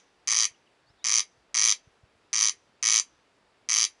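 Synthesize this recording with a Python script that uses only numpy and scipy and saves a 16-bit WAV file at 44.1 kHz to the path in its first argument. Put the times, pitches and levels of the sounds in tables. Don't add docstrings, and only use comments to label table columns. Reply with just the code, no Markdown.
import sys
import numpy as np
from scipy import signal
from scipy.fft import rfft, irfft
from scipy.io import wavfile
from scipy.ndimage import uniform_filter1d, map_coordinates

SR = 44100
rng = np.random.default_rng(int(sys.argv[2]) if len(sys.argv) > 2 else 0)


def dump(signal):
    limited = np.clip(np.atleast_2d(signal).T, -1, 1)
    pcm = np.round(limited * 32767).astype(np.int16)
    wavfile.write(sys.argv[1], SR, pcm)


def how_loud(loudness_db):
    steps = np.asarray(loudness_db, float) / 20
    return 10 ** steps


N = 176400
PAD = SR // 2

SHORT_RHYTHM = [0, 6.4, 14, 25.1, 32.2, 42.6, 51.7, 60.2, 72, 79.2, 90.1, 97, 106.5, 114.1, 123.4, 132.7,
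                140.6, 151.5, 161.4]
LONG_RHYTHM = [0, 6.3, 14, 25.1, 32.1, 42.6, 50.6, 59.3, 70.6, 77.8, 89.3, 96.2, 106.5, 113.8, 123.6, 131.4,
               140.9, 149.7, 158.6, 168.9, 178.8]
# start_s, longest_ms, slowing_at_end_ms
RASPS = [
    (-.222, 165, 0),
    (.2743, 180, 0),
    (1.0429, 165, 0),
    (1.5442, 180, 0),
    (2.3305, 165, 3),
    (2.8276, 172, 1.3),
    (3.6886, 165, 0),
]
RASP_LEVELS = [-10, -10.5, -10.5, -9.5, -10.5, -9, -10]
# pitch_hz, level_db, t60_s, growth_over_rasp_db
WINDPIPE_MODES = [(170, -45, 0.02, -5), (1183, -21.5, 0.0095, -1), (1847, -25, 0.011, -5),
                  (2250, -17, 0.0076, -3.5), (3175, -16, 0.0072, 4), (3900, -15, 0.0068, 5),
                  (4590, -18.5, 0.0084, -1), (5500, -8.5, 0.01, 1), (6300, -2.5, 0.0025, -0.5),
                  (7300, -23, 0.0057, 0.5), (7730, -26, .005, -3), (9460, -27.5, 0.0084, 0.5),
                  (10560, -25, 0.0062, -1), (12950, -62, .01, -9)]
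# pitch_hz, width_hz, depth_0_to_1
SIDE_CAVITIES = [(1471, 320, 0.6), (8270, 160, 0.5), (10580, 200, .8)]
# low_hz, high_hz, build_up_s, level_db, t60_s
GRASS_BANDS = [(102.9, 1000, 0.0026, -30.5, 0.13), (1603, 2700, .002, -29, 0.14),
               (2650, 4300, 0.00073, -30, .1), (4050, 4960, 0.0033, -34, 0.12),
               (5606, 7600, .002, -36.5, .085), (7400, 19000, 0.0005, -28, .11),
               (500, 8000, .02, -68.5, .5)]
# pitch_hz, level_db
AIR_COLOUR = [(15, -33), (25, -6.5), (69, -7), (145, -8), (455, -2.5), (491, -6.5), (633, -4.5),
              (2840, -12), (11000, -31), (14200, -67), (22000, -120)]
# time_s, peak_db, pitch_hz
BUMPS = [
    (.312, -55, 88),
    (0.513, -60, 90),
    (.905, -56, 90),
    (1.38, -63.5, 90),
    (1.876, -50.5, 105),
    (2.038, -49, 93.5),
    (2.158, -65, 85),
    (3.51, -72, 70),
]
# time_s, pitch_hz, level_db
RISING_NOTE = [(.862, 4300, -78), (.882, 4490, -66), (.892, 4790, -67), (.902, 5300, -70),
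               (.914, 5350, -76), (.926, 5100, -88)]
DIPPING_NOTE = [(.978, 4250, -88), (.998, 3560, -65.5), (1.008, 3450, -70), (1.028, 3860, -64.5),
                (1.039, 4000, -64.5)]
FIRST_CHIP = [(.538, 3050, -83), (.545, 2990, -61), (.552, 2750, -67), (.557, 2273, -82)]
SECOND_CHIP = [(0.667, 3280, -69), (.676, 2860, -62), (.684, 2350, -78)]
UPWARD_CHIP = [(.552, 2800, -83), (.558, 3220, -62), (.566, 3800, -81)]
LOWER_RISING_NOTE = [(.893, 3400, -86), (.903, 3720, -73), (.92, 4340, -86)]

SWELL_DB, SWELL_S, GROWTH_DB_PER_S = -5, 0.02, 4.5
FADE_DB, FADE_S = -1, 0.007
GAP_DB_PER_MS, GAP_DULL_DB_PER_MS = -0.23, 0.37
CLICK_SPREAD_DB, MODE_SPREAD_DB, DETUNE, JITTER_S = 0.6, 1.8, 0.012, 0.00015
RISE_S, LOW_RISE_S = 0.00011, 0.00057
REBOUND_S, REBOUND_DB, REBOUND_GROWTH_DB = 0.00082, -2, 3


def butter(x, hz, kind, order):
    return signal.sosfilt(signal.butter(order, hz, kind, fs=SR, output="sos"), x)


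def drift(rate_hz):
    knots = rng.standard_normal(200)
    return map_coordinates(knots, [np.arange(N) / SR * rate_hz + 2], order=3)


def notch(x, hz, width_hz, depth):
    b, a = signal.iirpeak(hz, hz / width_hz, fs=SR)
    return x - np.clip(depth, 0, 1) * signal.lfilter(b, a, x)


def air():
    level_db, steady_lumps_db, gust_db = -66.5, 0.76, 3.0
    edges = 22 * 2 ** np.arange(0, 9.6, 0.5)
    colour_hz, colour_db = np.array(AIR_COLOUR).T
    white = rng.standard_normal((2, N + PAD))
    hiss = 0
    for k, (low, high) in enumerate(zip(edges, edges[1:])):
        hz = np.sqrt(low * high)
        breeze = np.clip(np.log2(200 / hz), 0, 1)
        lumps_db = (steady_lumps_db + gust_db * breeze) * drift(11)
        band_db = np.interp(np.log(hz), np.log(colour_hz), colour_db)
        band = butter(white[k % 2], [low, high], "band", order=2)[PAD:]
        hiss = hiss + how_loud(band_db + lumps_db) * band
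    return how_loud(level_db) * hiss / hiss.std()


def insects():
    centre_hz, width_hz, level_db = 4680, 250, -83.5
    band = [centre_hz - width_hz / 2, centre_hz + width_hz / 2]
    hiss = butter(rng.standard_normal(N), band, "band", order=1)
    return how_loud(level_db + 1.5 * drift(6.1)) * hiss / hiss.std()


def songbird():
    t = np.arange(N) / SR
    song = 0
    for note in (RISING_NOTE, DIPPING_NOTE, FIRST_CHIP, SECOND_CHIP, UPWARD_CHIP, LOWER_RISING_NOTE):
        s, hz, db = np.transpose(note)
        pitch = uniform_filter1d(np.interp(t, s, hz), size=200)
        loudness = how_loud(np.interp(t, s, db, -200, -200))
        song = song + loudness * np.sin(2 * np.pi * np.cumsum(pitch) / SR)
    smear = rng.standard_normal(2000) * how_loud(-32 - 60 * np.arange(2000) / SR / 0.05)
    return song + signal.fftconvolve(song, smear)[:N]


def bumps():
    t = np.arange(N) / SR
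    out = np.zeros(N)
    for s, db, hz in BUMPS:
        swing = np.exp(-((t - s) * hz * 2.1) ** 2)
        out -= how_loud(db) * np.cos(2 * np.pi * hz * (t - s)) * swing
    return out


def scatter():
    t = np.arange(PAD) / SR
    response = 0
    for low_hz, high_hz, build, db, t60 in GRASS_BANDS:
        reflections = rng.choice([-1., 1.], PAD)
        tail = reflections * how_loud(db - 60 * t / t60) * np.clip(t / build, 0, 1) ** 2
        response = response + butter(tail, [low_hz, high_hz], "band", order=2)
    return response


def grass(bird):
    new_share = 0.6
    out = np.zeros(len(bird) + 2 * PAD)
    same = scatter()
    for start, *_ in RASPS:
        i = PAD + int(start * SR) - 100
        response = np.sqrt(1 - new_share) * same + np.sqrt(new_share) * scatter()
        wet = signal.fftconvolve(bird[i:i + PAD // 2], response)
        out[i:i + len(wet)] += wet
    return out[:len(bird)]


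def click_modes(opening, late_ms, luck, t):
    hz, db, t60, growth = np.transpose(WINDPIPE_MODES)[:, :, None]
    sign = (-1) ** np.arange(len(WINDPIPE_MODES))[:, None]
    rise = 1 - np.exp(-t / np.where(hz < 4300, LOW_RISE_S, RISE_S))
    dulling = GAP_DULL_DB_PER_MS * late_ms * ((hz > 3500) & (hz < 5600))
    gain = sign * how_loud(db + growth * opening + dulling + MODE_SPREAD_DB * luck[0])
    ring = np.sin(2 * np.pi * hz * (1 + DETUNE * luck[1]) * t)
    return gain * rise * how_loud(-60 * t / t60) * ring


def corncrake():
    pipe, chest = np.zeros(N + 2 * PAD), np.zeros(N + 2 * PAD)
    t = np.arange(1500) / SR
    lag = int(REBOUND_S * SR)
    for k, (start, lasts, slowing) in enumerate(RASPS):
        rhythm = (SHORT_RHYTHM, LONG_RHYTHM)[k % 2]
        ms = np.array([m for m in rhythm if m < lasts])
        s = (ms + slowing * (ms / ms[-1]) ** 3) / 1000
        wait_ms = np.diff(ms, prepend=-9) - 9
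        effort = RASP_LEVELS[k] + SWELL_DB * np.exp(-s / SWELL_S) + GROWTH_DB_PER_S * (s - 0.1)
        effort = effort + FADE_DB * np.exp((s - s[-1]) / FADE_S) + GAP_DB_PER_MS * wait_ms
        for at, level, late_ms in zip(s, effort, wait_ms):
            luck = rng.standard_normal((3, len(WINDPIPE_MODES), 1))
            opening = at / s[-1] - 0.5
            modes = click_modes(opening, late_ms, luck, t)
            click = modes[1:].sum(axis=0)
            rebound = how_loud(REBOUND_DB + REBOUND_GROWTH_DB * opening + luck[2, 3])
            click[lag:] += rebound * modes[6:, :-lag].sum(axis=0)
            strength = how_loud(level + 2.0 + CLICK_SPREAD_DB * luck[2, 0]) / np.abs(click).max()
            i = PAD + int((start + at + JITTER_S * luck[2, 1, 0]) * SR)
            chest[i:i + len(t)] += strength * modes[0]
            pipe[i:i + len(t)] += strength * click
    for cavity in SIDE_CAVITIES:
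        pipe = notch(pipe, *cavity)
    return butter(pipe, 797, "high", order=6) + butter(chest, 170, "high", order=4)


def scene():
    bird = corncrake()
    call = (bird + grass(bird))[PAD:PAD + N]
    return (call + air() + insects() + bumps() + songbird())[None]


def roll_off(x):
    return signal.sosfilt(signal.butter(12, 14200, fs=SR, output="sos"), x)


def record(dry):
    bass_hz, top_hz, cutoff_hz, edge_hz = 620, 10480, 11150, 40
    gap_start_s, gap_end_s = 1.683, 1.724
    dry = butter(dry, 35, "high", order=2)
    hz, t = np.fft.rfftfreq(N, 1 / SR), np.arange(N) / SR
    spectrum = rfft(dry)

    def part(low, high):
        window = (np.tanh((hz - low) / edge_hz) - np.tanh((hz - high) / edge_hz)) / 2
        return irfft(spectrum * window, N)

    def comes_and_goes():
        return uniform_filter1d(1. * (drift(20) > -0.4), size=300)

    bass_on = uniform_filter1d(1. 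* ((t < gap_start_s) | (t > gap_end_s)), size=300)
    out = bass_on * part(-SR, bass_hz) + part(bass_hz, top_hz)
    top = how_loud(-2.5) * part(top_hz, cutoff_hz) + how_loud(-26) * part(cutoff_hz, 12300)
    out = out + comes_and_goes() * top
    out = out + comes_and_goes() * how_loud(-13) * part(12820, 13150)
    return roll_off(out)


dry = scene()
out = record(dry)
dump(out)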